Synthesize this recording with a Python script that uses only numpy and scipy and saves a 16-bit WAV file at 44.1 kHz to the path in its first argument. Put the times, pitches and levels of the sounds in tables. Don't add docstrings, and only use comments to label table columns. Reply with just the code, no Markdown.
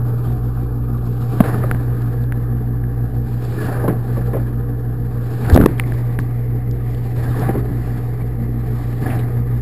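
import sys
import numpy as np
from scipy import signal
from scipy.fft import rfft, irfft, next_fast_len
from scipy.io import wavfile
from scipy.ndimage import uniform_filter1d, map_coordinates

SR = 44100
rng = np.random.default_rng(int(sys.argv[2]) if len(sys.argv) > 2 else 0)


def dump_mix(stems):
    frames = np.atleast_2d(stems).T
    limited = np.clip(frames, -1, 1)
    pcm = np.round(limited * 32767).astype(np.int16)
    wavfile.write(sys.argv[1], SR, pcm)


def attenuation_scalar(level_db):
    decades = np.asarray(level_db, float) / 20
    return 10 ** decades


N = 423801

# drumming, splash, fizz [dB].
REST_DB = (-31.5, -43.5, -67)


def unit(x):
    return x / np.sqrt(np.mean(x ** 2) + 1e-20)


def wobble(rate_hz):
    knots = rng.standard_normal(int(N * rate_hz / SR) + 4)
    return map_coordinates(knots, [np.arange(N) * rate_hz / SR])


def noise_band(size, low_hz, high_hz):
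    band = signal.butter(3, [low_hz, high_hz], "bandpass", fs=SR, output="sos")
    return unit(signal.sosfilt(band, rng.standard_normal(size)))


def swell(s, db, before_s, after_s):
    late_s = np.arange(0, N / SR + .01, .005) - np.asarray(s)[:, None]
    span_s = np.where(late_s < 0, np.asarray(before_s)[..., None], np.asarray(after_s)[..., None])
    return np.sum((attenuation_scalar(db)[:, None] - 1) * np.exp(-abs(late_s / span_s) ** 1.33), axis=0)


def audio_db(gain):
    return np.interp(np.arange(N) / SR, np.arange(len(gain)) * .005, 20 * np.log10(1 + gain))


def motor():
    # multiple of hum, multiple of shaft, level in dB re shaft.
    tones = [(0, 2, -9), (1, 1, -16.5), (2, -1, -32.5), (0, 4, -12.5), (1, 2, -14.5), (0, 5, -14),
             (2, 1, -21), (2, 2, -24.5), (3, 2, -23.5)]
    # multiple of hum, level in dB re hum.
    hum_overtones = [(2, -29), (3, -49), (4, -36.5)]
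    # time in seconds, level in dB.
    hum_levels = [(0.0, -19.5), (0.05, -17), (0.67, -22), (1.36, -18), (1.42, -21.5), (1.5, -17.5), (3.24, -21),
                  (4.31, -19.5), (4.98, -22), (5.99, -18.5), (7.04, -21.5), (7.47, -18.5), (7.6, -21.5),
                  (8.91, -21.5), (9.53, -17.5), (9.61, -21)]
    # time in seconds, loss in dB, length in seconds.
    stills = [(.12, 9.5, 0.12), (1.44, 14.5, 0.15), (1.998, 3.5, 0.23), (3.61, 21, 0.092), (3.95, 9, 0.092),
              (4.84, 2, 0.16), (5.38, 19.5, 0.065), (6.0, 8, 0.47), (7.26, 15, 0.15), (8.05, 7.5, 0.14),
              (9.147, 13, 0.15)]
    hum_hz, shaft_hz = 119.96, 56.75
    t = np.arange(N) / SR
    hum_db = np.interp(t, *np.transpose(hum_levels))
    s, loss_db, length_s = np.transpose(stills)
    shaft_db = -25.5 - audio_db(swell(s, loss_db, length_s, length_s))
    hum = 2 * np.pi * hum_hz * t
    shaft = 2 * np.pi * np.cumsum(shaft_hz + 0.12 * wobble(1.51)) / SR
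    magnetic = np.sin(hum)
    for m, db in hum_overtones:
        magnetic += attenuation_scalar(db + 3.2 * wobble(1.7)) * np.sin(m * hum)
    turning = np.sin(shaft)
    for m, k, db in tones:
        turning += attenuation_scalar(db + 2.6 * wobble(5)) * np.sin(m * hum + k * shaft)
    magnetic *= attenuation_scalar(hum_db + 0.21 * wobble(10))
    turning *= attenuation_scalar(shaft_db + 0.37 * wobble(8))
    return np.sqrt(2) * (magnetic + turning)


def housing():
    # centre in Hz, width in Hz, level in dB.
    housing_notes = [(746, 15.5, -59.5), (790.6, 30, -57), (474.8, 11.4, -47.5)]
    return sum(attenuation_scalar(db) * noise_band(N, hz - width / 2, hz + width / 2) for hz, width, db in housing_notes)


def spray_db():
    # time in seconds, strength in dB, approach and leave in seconds.
    lower_arm = [
        (0.05, 4, 0.27, 0.12),
        (1.5, 13.5, 0.12, 0.13),
        (3.728, 16, .13, 0.097),
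        (5.52, 17, 0.072, 0.055),
        (7.238, 7, 0.085, 0.075),
        (7.44, 14, 0.13, .08),
        (9.08, 14, 0.064, 0.098),
    ]
    # time in seconds, strength in dB, length in seconds.
    upper_arm = [(0.283, 10.5, 0.18), (1.334, 7.5, 0.57), (2.05, 8, 0.22), (3.49, 11.5, 0.14),
                 (4.253, 12, 0.21), (5.35, 7, 0.37), (5.912, 8, 0.36), (6.244, 4, 0.079), (7.006, 9, 0.12),
                 (7.92, 14, 0.21), (8.82, 12, 0.21), (9.62, 6, 0.087)]
    # time in seconds, level in dB, rise and fall in seconds.
    flood_rows = [
        (5.6, 20, 0.04, 0.054),
    ]
    coarse_share, fine_share = (.6, 0.85, 1.08), (0.21, 0.31, 0.87)
    earlier, later = (1.2, 0.86, 2.22), (1.4, 0.98, 0.83)
    drain_share, drain_s = (0.15, 0.25, 0.45), 0.54
    s, db, before_s, after_s = np.transpose(lower_arm)
    fine_s, fine_db, length_s = np.transpose(upper_arm)
    levels_db = []
    for k in range(3):
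        gain = swell(s, coarse_share[k] * db, earlier[k] * before_s, later[k] * after_s)
        gain += swell(fine_s, fine_share[k] * fine_db, length_s, length_s)
        gain += swell(s, drain_share[k] * db, before_s, drain_s)
        if k == 0:
            gain += swell(*np.transpose(flood_rows))
        levels_db.append(REST_DB[k] + audio_db(gain))
    return levels_db


def coloured(x, spectrum):
    # centre in Hz, width in Hz, gain in dB.
    tub_modes = [(238, 9.7, 1.5), (285, 18, 4.5), (433, 19, 4), (500, 8.7, 2), (734, 6, 13),
                 (787.3, 13.3, 9.5), (1153, 46, 6.5), (1238, 6, 10.5), (1700, 87, 4.5), (2400, 19, 6)]
    m = next_fast_len(N + SR // 2)
    f = np.fft.rfftfreq(m, 1 / SR) + 1
    hz, db = np.transpose([(1, -120), *spectrum, (1.3 * spectrum[-1][0], -120)])
    tub = 1 + sum((attenuation_scalar(g) - 1) * 1j * f * w / (c * c - f * f + 1j * f * w) for c, w, g in tub_modes)
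    shape = attenuation_scalar(np.interp(np.log(f), np.log(hz), db))
    return unit(irfft(rfft(x, m) * shape * tub, m)[:N])


def patchy(depth_db):
    z = signal.stft(rng.standard_normal(N + 512), nperseg=512)[2]
    field = uniform_filter1d(rng.standard_normal(z.shape), 5, axis=0)
    field = uniform_filter1d(field, 8, axis=1)
    return unit(signal.istft(z * attenuation_scalar(depth_db * unit(field)), nperseg=512)[1][:N])


def droplets(rate_hz):
    return unit((rng.random(N) < rate_hz / SR) * rng.standard_normal(N))


def plinks(rate_hz, hz, cycles):
    count = int(rate_hz * N / SR)
    when = rng.random(count)
    pitch, size = rng.standard_normal((2, count))
    t = np.arange(SR // 40) / SR
    f = hz * np.exp(.45 * pitch)[:, None]
    fade = np.exp(-t * f / cycles) * (1 - np.exp(-t * f / 0.5))
    notes = attenuation_scalar(1.1 * size)[:, None] * fade * np.sin(2 * np.pi * f * t)
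    at = (when * N).astype(int)[:, None] + np.arange(len(t))
    return unit(np.bincount(at.ravel(), notes.ravel(), N + SR)[:N])


def port(x, width_hz):
    # time in seconds, note in Hz.
    port_note = [(0, 1460), (1.35, 1435), (1.45, 1700), (5.6, 1700), (5.75, 2090), (7.0, 2070), (7.3, 1850),
                 (8.0, 2000), (9.61, 1980)]
    f, t, z = signal.stft(x, SR, nperseg=512)
    note = np.interp(t, *np.transpose(port_note))
    f = f[:, None]
    pocket = note ** 2 / (note ** 2 - f * f + 1j * f * width_hz)
    return unit(signal.istft(z * pocket, SR, nperseg=512)[1][:N])


def water():
    # frequency in Hz, density in dB per Hz.
    drum_spectrum = [(20, -44.5), (30, -5.5), (60, 0.5), (130, 1), (250, -5.5), (480, -8.5), (560, -21.5),
                     (700, -34.5)]
    splash_spectrum = [(450, -22.5), (600, -1), (900, -7.5), (1400, -14.5), (1900, -19), (2500, -26),
                       (3200, -26.5)]
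    fizz_spectrum = [(1700, -18.5), (2300, -3.5), (3000, -6.5), (4500, -5.5), (5300, -8), (6000, -18)]
    drum_db, splash_db, fizz_db = spray_db()
    surge_db = .5 * wobble(25) + 1.1 * wobble(55)
    drum = coloured(patchy(depth_db=1.43), drum_spectrum)
    patter = 0.32 * attenuation_scalar(.5 * (splash_db - REST_DB[1])) * droplets(600)
    splash = patchy(depth_db=1.0) + patter + 0.19 * plinks(250, hz=1100.6, cycles=11.0)
    splash = port(coloured(splash, splash_spectrum), width_hz=426)
    fizz = coloured(patchy(depth_db=1.8) + .5 * droplets(1500), fizz_spectrum)
    drum *= attenuation_scalar(drum_db + 0.5 + 0.68 * surge_db)
    splash *= attenuation_scalar(splash_db - 0.76 + surge_db)
    fizz *= attenuation_scalar(fizz_db + 1.0 + 1.55 * surge_db)
    return drum + splash + fizz


def slaps():
    # start in seconds, level in dB, swing in Hz, cycles, first direction (+1 or -1).
    slap_rows = [(1.4043, 11, 215, 1.36, 1), (1.4108, -5, 140, .7, -1), (5.66, 11, 360, 1.22, 1),
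                 (5.5265, 1.5, 84, 2.3, -1), (5.5513, -2, 380, .9, 1), (5.5606, 9, 250, 1.2, -1),
                 (5.5757, 6, 520, 1.1, 1), (5.588, -7, 190, 2.2, 1), (5.6028, 5, 190, .6, 1),
                 (5.6135, -7, 110, .6, 1), (5.6243, -5, 190, .6, 1), (5.638, -1, 300, 1.1, -1)]
    out, t = np.zeros(N + SR), np.arange(SR // 10) / SR
    for s, db, hz, cycles, way in slap_rows:
        held = np.exp(-(t * hz / cycles) ** 4)
        out[round(s * SR):][:len(t)] += way * attenuation_scalar(db) * held * np.sin(2 * np.pi * hz * t)
    return out[:N]


def jets():
    # start in seconds, peak in dB, panel note in Hz, splash in dB re panel, length in seconds.
    jet_rows = [(1.436, -9.5, 420, -4, 0.072), (1.636, -2.5, 316, -21, 0.019),
                (2.485, -35, 280, -43, 0.043), (3.61, -16, 285, -11, 0.027), (3.74, -14, 433, -25, 0.1),
                (3.837, -3.5, 432, -29, 0.073), (3.878, 4, 261, -19.5, 0.041),
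                (4.168, -5.5, 292, -24, 0.048), (4.332, -5.5, 326, -17, 0.059),
                (4.362, -7.5, 440, -26, 0.025), (5.445, -19, 342, 0.5, 0.05), (5.484, -14, 400, -12, 0.056),
                (5.569, -5, 290, -20, 0.029), (5.59, -11.5, 274, -10, 0.045), (5.684, -7, 200, -15, 0.045),
                (5.621, -8, 760, -12, 0.015), (5.644, -10, 740, -15, 0.012), (7.41, -10, 400, -20, 0.025),
                (7.488, 1.5, 290, -17, 0.026), (7.549, 1, 293, -25, 0.026), (9.059, -17, 300, -5, 0.026),
                (9.096, -22, 245, -7, 0.059), (9.135, -21, 202, -5, 0.04)]
    out, t = np.zeros(N + SR), np.arange(SR // 5) / SR
    for s, db, hz, splash_db, length_s in jet_rows:
        shape = (1 - np.exp(-t / 0.0016)) * np.exp(-(t / length_s) ** 2)
        panel = noise_band(len(t), 0.47 * hz, 1.68 * hz)
        splash = (1 + 1.5 * np.exp(-t / .006)) * noise_band(len(t), 550, 1900)
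        out[round(s * SR):][:len(t)] += attenuation_scalar(db - 18.0) * shape * (panel + attenuation_scalar(splash_db) * splash)
    return out[:N]


def drops():
    # start in seconds, peak in dB, ring in Hz, T60 in seconds, push in dB re peak.
    drop_rows = [(1.5439, -19, 1320, 0.016, -4), (1.6312, -28.5, 1860, 0.013, -11),
                 (1.6373, -17, 1210, 0.021, -21), (1.7132, -3, 1440, 0.0055, -11.5),
                 (1.7476, -24.5, 1570, 0.012, 7), (2.323, -12.5, 1560, 0.0048, -12),
                 (2.839, -32, 1680, 0.015, -11), (5.4995, -13, 1570, 0.0097, -14),
                 (5.5627, -7.5, 1210, 0.012, 0), (5.584, -25, 1650, 0.0092, -10),
                 (5.6125, -9, 1370, 0.0082, -15), (5.638, -12, 1210, 0.0077, 3),
                 (5.6845, -29, 1580, 0.015, -24), (5.7724, -46, 1400, 0.012, -8),
                 (5.781, -38, 3200, 0.014, -6), (5.789, -26, 1560, 0.0058, -7),
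                 (5.7981, 0.5, 2110, 0.0039, -22.5), (5.8374, -28.5, 2100, 0.016, -8),
                 (5.9215, -20.5, 1650, 0.0088, 0), (6.1895, -12, 1630, 0.007, -2.5)]
    out, t = np.zeros(N + SR), np.arange(SR // 20) / SR
    for s, db, hz, t60_s, push_db in drop_rows:
        pocket = np.sin(2 * np.pi * hz * t) + 0.37 * np.sin(2 * np.pi * 0.6 * hz * t)
        ring = attenuation_scalar(db + 3 - 60 * t / t60_s) * pocket * (1 - np.exp(-t / .00028))
        push = attenuation_scalar(db + push_db + 17) * t / 0.0025 * np.exp(1 - t / 0.00071)
        out[round(s * SR):][:len(t)] += ring + push
    return out[:N]


def spits():
    # start in seconds, peak in dB, T60 in seconds, centre in Hz.
    spit_rows = [(1.5858, -42, 0.012, 3600), (2.0194, -44, 0.017, 3470), (2.2378, -41, 0.012, 3380),
                 (3.88, -35.5, 0.021, 3430), (5.446, -36, .012, 2900), (5.4626, -36, 0.012, 4510),
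                 (5.4985, -25, 0.012, 3600), (5.5234, -30, 0.016, 3320), (5.534, -23, 0.016, 3150),
                 (5.5445, -18.5, 0.014, 4700), (5.554, -29, 0.0095, 4030), (5.5613, -25, 0.014, 3000),
                 (5.574, -32, 0.011, 3100), (5.585, -41, 0.012, 3600), (5.6042, -44, 0.012, 3490),
                 (5.6146, -32, 0.014, 3710), (5.632, -41, 0.012, 3420), (5.661, -32.5, 0.0059, 3020),
                 (5.6605, -18, 0.012, 1100), (6.197, -46, .07, 4360), (6.7117, -36, 0.012, 4100),
                 (6.9466, -41, 0.012, 3210), (7.3946, -34, 0.013, 4220), (7.8351, -50, 0.012, 4260),
                 (9.1, -34.5, 0.17, 2020), (9.19, -43.5, 0.11, 3000)]
    out, t = np.zeros(N + SR), np.arange(SR // 10) / SR
    for s, db, t60_s, hz in spit_rows:
        fade = attenuation_scalar(db + 2.0 - 60 * t / t60_s) * (1 - np.exp(-t / .0006))
        out[round(s * SR):][:len(t)] += fade * noise_band(len(t), .7 * hz, 1.34 * hz)
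    return out[:N]


def rings():
    # start in seconds, level in dB, note in Hz, T60 in seconds.
    ring_rows = [(8.21, -38, 2280, 0.065), (3.585, -24.5, 1730, 0.074), (3.61, -21, 1670, 0.054),
                 (3.88, -46, 2200, 0.05), (3.879, -12, 1050, 0.034), (3.93, -25, 740, 0.11),
                 (4.166, -22, 1140, 0.038), (4.335, -22, 1040, 0.048), (4.352, -15, 438, 0.06),
                 (6.19, -20, 1120, 0.022), (7.258, -27, 1605, .05), (7.343, -25, 1070, .04),
                 (7.425, -16, 730, 0.05), (7.486, -14.5, 780, 0.072), (9.06, -21, 1700, .05),
                 (9.06, -24, 750, 0.15), (7.3, -44, 3700, .08), (5.6, -10, 800, 0.023)]
    out, t = np.zeros(N + SR), np.arange(SR // 5) / SR
    for s, db, hz, t60_s in ring_rows:
        pair = np.sin(2 * np.pi * hz * t) + 0.27 * np.sin(2 * np.pi * 0.84 * hz * t)
        out[round(s * SR):][:len(t)] += attenuation_scalar(db - 60 * t / t60_s) * (1 - np.exp(-t / 0.002)) * pair
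    return out[:N]


def scene():
    hiss = attenuation_scalar(-70.5) * noise_band(N, 2500, 5500)
    machine = motor() + housing() + water()
    strikes = slaps() + jets() + drops() + spits() + rings()
    return (machine + strikes + hiss)[None]


def thinned(x):
    # frequency in Hz, level in dB.
    audible = [(13700, -115), (14200, -99.5), (14850, -96.5), (15150, -84), (15500, -71.5), (16200, -60.5)]
    f, _, z = signal.stft(x, SR, nperseg=2048)
    starts = np.arange(0, len(f), 16)
    power = np.add.reduceat(abs(z) ** 2, starts, axis=1) / 16
    power = np.repeat(power, 16, axis=1)[:, :len(f)]
    weakest = attenuation_scalar(np.interp(f // 345 * 345, *np.transpose(audible), left=-200))
    return signal.istft(z * (power > weakest[:, None] ** 2), SR, nperseg=2048)[1][:, :N]


def top_cut(x):
    return signal.sosfilt(signal.butter(12, 16510, fs=SR, output="sos"), x)


def record(dry):
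    camera_hz = 12000
    low = signal.resample_poly(dry, camera_hz, SR, axis=1)
    low = np.clip(low + .028, -1, 1)
    steps = np.repeat(low, 4, axis=1)
    x = signal.resample_poly(steps, SR, 4 * camera_hz, axis=1)[:, :N]
    return top_cut(np.clip(thinned(x), -1, 1))


dry = scene()
out = record(dry)
dump_mix(out)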